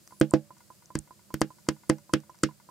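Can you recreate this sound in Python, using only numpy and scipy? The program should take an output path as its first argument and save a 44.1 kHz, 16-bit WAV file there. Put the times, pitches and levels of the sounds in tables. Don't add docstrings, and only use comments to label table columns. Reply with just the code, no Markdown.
import sys
import numpy as np
from scipy import signal
from scipy.fft import rfft, irfft
from scipy.io import wavfile
from scipy.ndimage import uniform_filter1d, minimum_filter1d

SR = 44100
rng = np.random.default_rng(int(sys.argv[2]) if len(sys.argv) > 2 else 0)


def waveform_to_disk(signal):
    frames = np.transpose(np.atleast_2d(signal))
    scaled = np.clip(frames, -1, 1) * 32767
    samples = np.round(scaled).astype(np.int16)
    wavfile.write(sys.argv[1], SR, samples)


N = 119070
TIME_S = np.arange(N) / SR
AGE_S = TIME_S[:16384]
PULSE_S = TIME_S[:2048] - 0.005
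ROOM_WIDTH = 0.66

# time in seconds, push in dB, tub ring in dB, burn time in ms, crack in dB,
# crack lead in ms, room in dB, knock in Hz, knock in dB, then the colour of crack and room
# in dB at 0.8, 2, 3.2, 4.5 to 8, and 13 kHz.
IGNITIONS = [(0.2132, -17, 1.5, 0.3, -6.5, 0.16, -1, 1540, -18, 0.5, -2.5, 3, -3, -3.5),
             (0.3378, -22, 0.5, 0.15, -10.5, 0.017, -2, 1290, -32.5, 8.5, -1, -1, -1, -9.5),
             (0.9556, -21, -6.5, 0.77, -15.5, 1.9, -13.5, 1666, -27.5, 6, 1.5, 0.5, 2.5, -3),
             (1.3427, -24, -10.5, 0.68, -17.5, 1.04, -15.5, 1524, -27, 1.5, 0, 3.5, 1.5, 14),
             (1.4164, -14, -7.5, 0.37, 1, 0, -2.5, 765, -16, -2, -2, -3.5, -3.5, -7),
             (1.6884, -15, -8, 0.4, -3, 0.067, -5, 1145, -30, -2.5, -1.5, 0, 0, -12),
             (1.8982, -17, -2, .24, -4, 0.066, -3.5, 1200, -27, 6.5, 3.5, -2, 0, -4.5),
             (2.1373, -18.5, -3, 0.34, -0.5, 0.08, 1, 1350, -17.5, -7, -1, 4, -3.5, -4.5),
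             (2.4361, -14.5, -4, 0.44, -3.5, 0.073, -1, 1326, -13.5, -13, 0, 2, 2.5, -2)]
# start in seconds, gain in dB.
STEP_CRACKS = [(0.9556, -21), (1.6870, -17), (1.6892, -31), (1.8991, -19), (2.1374, -15), (2.13845, -21),
               (2.43735, -12)]
# time in seconds, gain in dB, pitch in Hz, width in ms.
FILM_SNAPS = [(0.2000, -29.5, 8900, 0.2), (0.2044, -37, 13600, 0.17), (0.3097, -24, 8400, .14),
              (0.8585, -38.5, 6100, 0.17), (0.9897, -18, 7860, 0.1), (1.4098, -23, 9740, .1),
              (1.8945, -21.5, 9160, 0.15), (2.1337, -32, 9200, .14), (2.4334, -16.5, 8060, 0.17)]
# time in seconds, gain in dB, width in ms.
SLOW_BURNS = [(0.991, -36, 2.1)]

# start in seconds, gain in dB.
CRACKLE_HITS = [(0.0755, -38), (0.583, -48), (1.984, -46), (1.988, -58), (2.203, -46.5), (2.300, -48),
                (2.354, -50), (2.388, -47)]
CLOCK_BEATS = [(0.1230, 0), (0.3160, 1.5), (0.5060, 2), (0.7030, 1.5), (0.9040, 2), (1.1080, 1.5),
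               (1.3048, 1), (1.5048, 1), (1.6990, -0.5), (1.8940, 5.5), (2.0948, 1.5), (2.2958, 2.5),
               (2.4890, 1), (2.6892, 0.5)]
DRIP_HITS = [(0.108, 5), (0.568, 0.5), (0.606, 5.5), (0.823, 2), (1.075, 1.5), (1.193, 0.5), (1.585, 2.5),
             (1.668, 4), (1.765, 0.5), (1.835, 5.5), (1.9835, 4.5), (2.235, 1), (2.345, 2.5), (2.384, -11),
             (2.510, 3.5), (2.600, 4)]

# frequency in Hz, gain in dB, T60 in seconds, left minus right in dB.
TUB_MODES = [(62, -47.5, 0.06, -8.5), (94, -38.5, .07, -14.5), (147.6, -23.5, 0.17, -14),
             (211.8, -25.5, 0.16, -13), (250, -39.5, 0.049, 3.5), (316.7, -12, 0.11, -7.5),
             (348.8, -22.5, 0.084, 12.5), (403, -53.5, .11, 4), (505, -18, 0.1, -7.5), (565, -31, .08, -1),
             (576, -47, .43, -3.5), (646, -25, .09, 3), (826, -33, 0.13, -4)]
WALL_MODES = [(824, -45.5, 0.17, 0), (1463, -39, .06, 3.5), (1813, -40.5, 0.076, 0.5),
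              (2108, -34, 0.054, 0.5), (2810, -46, .09, 1), (2830, -42, .1, 2), (3212, -42, .08, 0),
              (4950, -37.5, 0.022, 4), (6490, -33.5, .025, 9)]
CASE_MODES = [(150, -65.5, 0.23, -8.5), (200, -66.5, .12, -5), (345.6, -60, .08, -10),
              (605, -49.5, 0.01, -9), (962, -55.5, .06, 15), (1013, -42.5, 0.067, -6),
              (1110, -72, .035, 6.5)]
DRIP_MODES = [(970, -58.5, 0.056, -1.5), (1443, -68, 0.1, -3), (2067, -68.5, 0.063, 5)]

# frequency in Hz, relative level in dB.
CRACK_EQ = [(300, -14.5), (800, -10), (1000, -5.5), (1200, 3.5), (1500, 6.5), (2100, -11.5), (2500, -17.5),
            (2750, -9.5), (3100, -2), (3800, -21), (4800, -0.5), (5600, -8.5), (7500, -4.5), (10000, -14),
            (13000, -17), (14500, -23), (16000, -36)]
NEAR_EQ = [(700, 0.5), (1400, 12.5), (3000, -13), (5000, -0.5), (8000, -7), (12000, -18.5), (16000, -22)]
ROOM_EQ = [(60, -6), (150, 13), (350, 16), (650, 1.5), (950, -7), (1600, 1.5), (3000, -8), (4000, -10.5),
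           (5200, -10), (8000, -22), (11000, -30.5), (16000, -41)]
SCATTER_EQ = [(500, -21.5), (3500, -23.5), (5500, 4), (8500, -1.5), (11000, -2), (13000, -11.5),
              (15000, -23)]
TAP_EQ = [(100, 4.5), (1200, 3), (3000, -5.5), (16000, -23)]
SNAP_TAIL_EQ = [(1000, 0), (16000, 0.0035)]
FIZZ_EQ = [(8100, -40), (9600, -5), (10100, 0), (10600, -5), (12100, -40)]
CRACKLE_EQ = [(500, -12), (1400, 13), (2600, -6), (3800, -5), (5500, 6), (9000, 3), (13000, -5),
              (16000, -17.5)]
TICK_EQ = [(100, -4), (300, -4), (1100, 8.5), (1600, -4), (2500, -19), (6000, -33.5)]
SPLASH_EQ = [(300, -4), (1200, 13), (2300, -13.5), (4000, -7.5), (12000, -34)]
HISS_EQ = [(25, -13), (60, -6), (110, 1), (200, 2.5), (260, -11), (330, 0), (430, -13), (570, -6),
           (800, -15), (1400, -15), (2200, -17.5), (3600, -18), (4300, -14.5), (4900, -12), (5600, -15.5),
           (7500, -12), (10000, -16), (13000, -19.5), (15000, -21.5), (16000, -28.5)]

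# time in seconds, level in dB.
FIZZ_ENVELOPE = [(0.04, -85), (0.11, -70), (0.19, -65.5), (0.23, -82)]
TREBLE_ENVELOPE = [(0.0, -68), (0.25, -67), (0.5, -67.5), (0.6, -65.5), (0.76, -65.5), (0.9, -68),
                   (1.3, -67), (1.6, -68), (2.0, -67), (2.35, -66.5), (2.7, -67.5)]
# frequency in Hz, left minus right in dB.
HISS_PAN = [(60, -6.0), (110, -8.5), (200, -1), (380, 2), (700, 0), (1290, 1.5), (2380, 1.0), (4400, 1),
            (8120, 2), (15000, -13)]


def undb(db):
    return 10 ** (np.asarray(db) / 20)


def pan(db):
    return undb(np.array([[1], [-1]]) * db / 2)


def fade(t60_s, age_s=AGE_S):
    return np.exp(-np.log(1000) * age_s / t60_s)


def bell(at_s, width_ms, time_s=TIME_S):
    return np.exp(-np.minimum(((time_s - at_s) * 1000 / width_ms) ** 2 / 2, 60))


def per_bin(points, size=N):
    hz, value = np.array(points, float).T
    return np.interp(np.log(np.arange(size // 2 + 1) * SR / size + 1), np.log(hz), value)


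def tint(x, eq):
    size = x.shape[-1]
    return irfft(rfft(x) * undb(per_bin(eq, size)), size)


def click(eq, size=1024):
    cepstrum = irfft(np.log(undb(per_bin(eq, size))), size)
    cepstrum[1:size // 2] *= 2
    cepstrum[size // 2 + 1:] = 0
    return irfft(np.exp(rfft(cepstrum)), size)


def convolve(x, response):
    return signal.fftconvolve(np.atleast_2d(x), np.atleast_2d(response), axes=1)[:, :N]


def butter(hz, kind="low"):
    return signal.butter(2, hz, kind, fs=SR, output="sos")


def noise(width, size=N):
    mid, side = rng.standard_normal((2, size))
    return (mid + width * side * np.array([[1], [-1]])) / np.hypot(1, width)


def tail(eq, t60_s, width=ROOM_WIDTH):
    decay = fade(t60_s)
    return tint(noise(width, len(AGE_S)), eq) * decay / np.linalg.norm(decay)


def ring(modes, wave=np.sin):
    return sum(undb(db) * pan(pan_db) * fade(t60_s) * wave(2 * np.pi * hz * AGE_S)
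               for hz, db, t60_s, pan_db in modes)


def impulses(rows):
    out = np.zeros(N)
    for at_s, db in rows:
        out[int(at_s * SR)] += undb(db)
    return out


def delayed(x, start_s):
    return np.concatenate([np.zeros(int(start_s * SR)), x, np.zeros(N)])[:N]


def walk(rate_hz):
    step = int(SR / rate_hz)
    drift = uniform_filter1d(np.repeat(rng.standard_normal(N // step + 1), step), step)[:N]
    return drift / drift.std()


def cracks():
    drive = signal.sosfilt(butter(12000), impulses(STEP_CRACKS))
    room_drive = np.zeros(N)
    for at_s, _, _, _, crack_db, lead_ms, room_db, _, _, *colour_db in IGNITIONS:
        low, mid, bite, high, top = colour_db
        pulse = click([(450, 0), (800, low), (1300, 0), (2000, mid), (3200, bite),
                       (4500, high), (8000, high), (13000, top)])
        drive += delayed(undb(crack_db) * pulse, at_s - lead_ms / 1000)
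        room_drive += delayed(undb(room_db) * pulse, at_s)
    direct = undb(10.5) * click(CRACK_EQ, len(AGE_S))
    near = undb(6) * tail(NEAR_EQ, t60_s=0.016)
    room = undb(5) * pan(-2.5) * tail(ROOM_EQ, t60_s=0.1)
    return convolve(drive, pan(-1) * (direct + near) + ring(WALL_MODES)) + convolve(room_drive, room)


def air_push():
    width_ms, lean = 0.73, 0.16
    u = PULSE_S * 1000 / width_ms
    shove = (1 - u ** 2) * (1 - lean * u) * bell(0, width_ms, PULSE_S)
    knock_shape = np.where(PULSE_S < 0, bell(0, 0.51, PULSE_S), fade(0.009, np.abs(PULSE_S)))
    out = np.zeros(N)
    for at_s, push_db, _, _, _, _, _, knock_hz, knock_db, *_ in IGNITIONS:
        knock = knock_shape * np.cos(2 * np.pi * knock_hz * PULSE_S)
        out += delayed(undb(push_db) * shove + undb(knock_db) * knock, at_s + PULSE_S[0])
    return pan(0.5) * out


def tub_ring():
    drive = np.zeros(N)
    for at_s, _, ring_db, burn_ms, *_ in IGNITIONS:
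        burn = bell(0, burn_ms, PULSE_S)
        drive += delayed(undb(ring_db) * burn / burn.sum(), at_s + PULSE_S[0])
    return convolve(drive, ring(TUB_MODES, np.cos))


def thumps(gain_db=-37, width_ms=2):
    swell = (1 - PULSE_S * 1000 / width_ms) * bell(0, width_ms, PULSE_S)
    collapse = 0.33 * bell(0.006, 3 * width_ms, PULSE_S) * (PULSE_S > 0)
    hits = impulses([(row[0] + PULSE_S[0], gain_db) for row in IGNITIONS])
    return pan(-8.5) * convolve(hits, swell - collapse)


def film_snaps():
    hits = impulses([row[:2] for row in FILM_SNAPS])
    chirps = sum(undb(db) * bell(at_s, width_ms) * np.sin(2 * np.pi * hz * (TIME_S - at_s))
                 for at_s, db, hz, width_ms in FILM_SNAPS)
    snaps = chirps + convolve(hits, click(SCATTER_EQ))
    taps = undb(-24) * convolve(hits, click(TAP_EQ))
    reflections = undb(-8) * convolve(snaps, tail(SNAP_TAIL_EQ, t60_s=0.013))
    return pan(1.5) * (snaps + taps + reflections)


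def puff():
    return pan(-10) * sum(undb(db) * (bell(at_s, ms) - 0.5 * bell(at_s + 3 * ms / 1000, 2 * ms))
                          for at_s, db, ms in SLOW_BURNS)


def gas_fizz():
    fizz = tint(noise(width=0.44), FIZZ_EQ)
    at_s, db = np.array(FIZZ_ENVELOPE).T
    return fizz / fizz.std() * undb(np.interp(TIME_S, at_s, db, left=-120, right=-120))


def crackles():
    return undb(12) * convolve(impulses(CRACKLE_HITS), tail(CRACKLE_EQ, t60_s=0.0099, width=0.45))


def clockwork():
    knock = undb(-22) * tail(TICK_EQ, t60_s=0.03, width=0.46)
    ticks = convolve(impulses(CLOCK_BEATS), ring(CASE_MODES) + knock)
    return signal.sosfilt(butter(hz=1600), ticks)


def drips():
    splash = undb(-36) * tail(SPLASH_EQ, t60_s=0.04, width=0.79)
    return convolve(impulses(DRIP_HITS), ring(DRIP_MODES) + splash)


def hiss(gain_db=-61, flicker_db=1):
    air = tint(noise(width=0.77), HISS_EQ)
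    air *= undb(gain_db) / air.std()
    treble = signal.sosfiltfilt(butter(3500, "high"), air)
    at_s, db = np.array(TREBLE_ENVELOPE).T
    treble_db = np.interp(TIME_S, at_s, db - db.mean()) - flicker_db * walk(4.7)
    air += treble * (undb(treble_db) - 1)
    return irfft(rfft(air) * pan(per_bin(HISS_PAN)), N)


def hum(hz=202.4, waver=0.17):
    level = undb(-70) * (1 + waver * walk(7.6))
    return pan(-9.5) * level * np.sin(2 * np.pi * hz * TIME_S + waver * walk(2.8))


def whine(hz=14000):
    return undb(-81.5) * walk(120) * np.sin(2 * np.pi * hz * TIME_S)


def scene():
    pops = cracks() + air_push() + tub_ring() + thumps()
    front = pops + film_snaps() + puff() + gas_fizz()
    return front + crackles() + clockwork() + drips() + hiss() + hum() + whine()


def record(dry):
    low_cut_hz, top_hz, limit_db, limit_ms = 50, 15700, -3, 0.24
    span = int(limit_ms * SR / 1000)
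    dry = signal.sosfilt(butter(low_cut_hz, "high"), dry)
    gain = np.minimum(1, undb(limit_db) / (np.abs(dry).max(axis=0) + 1e-9))
    limited = dry * uniform_filter1d(minimum_filter1d(gain, span), span)
    return signal.sosfilt(signal.ellip(8, 0.2, 70, top_hz, fs=SR, output="sos"), limited)


dry = scene()
out = record(dry)
waveform_to_disk(out)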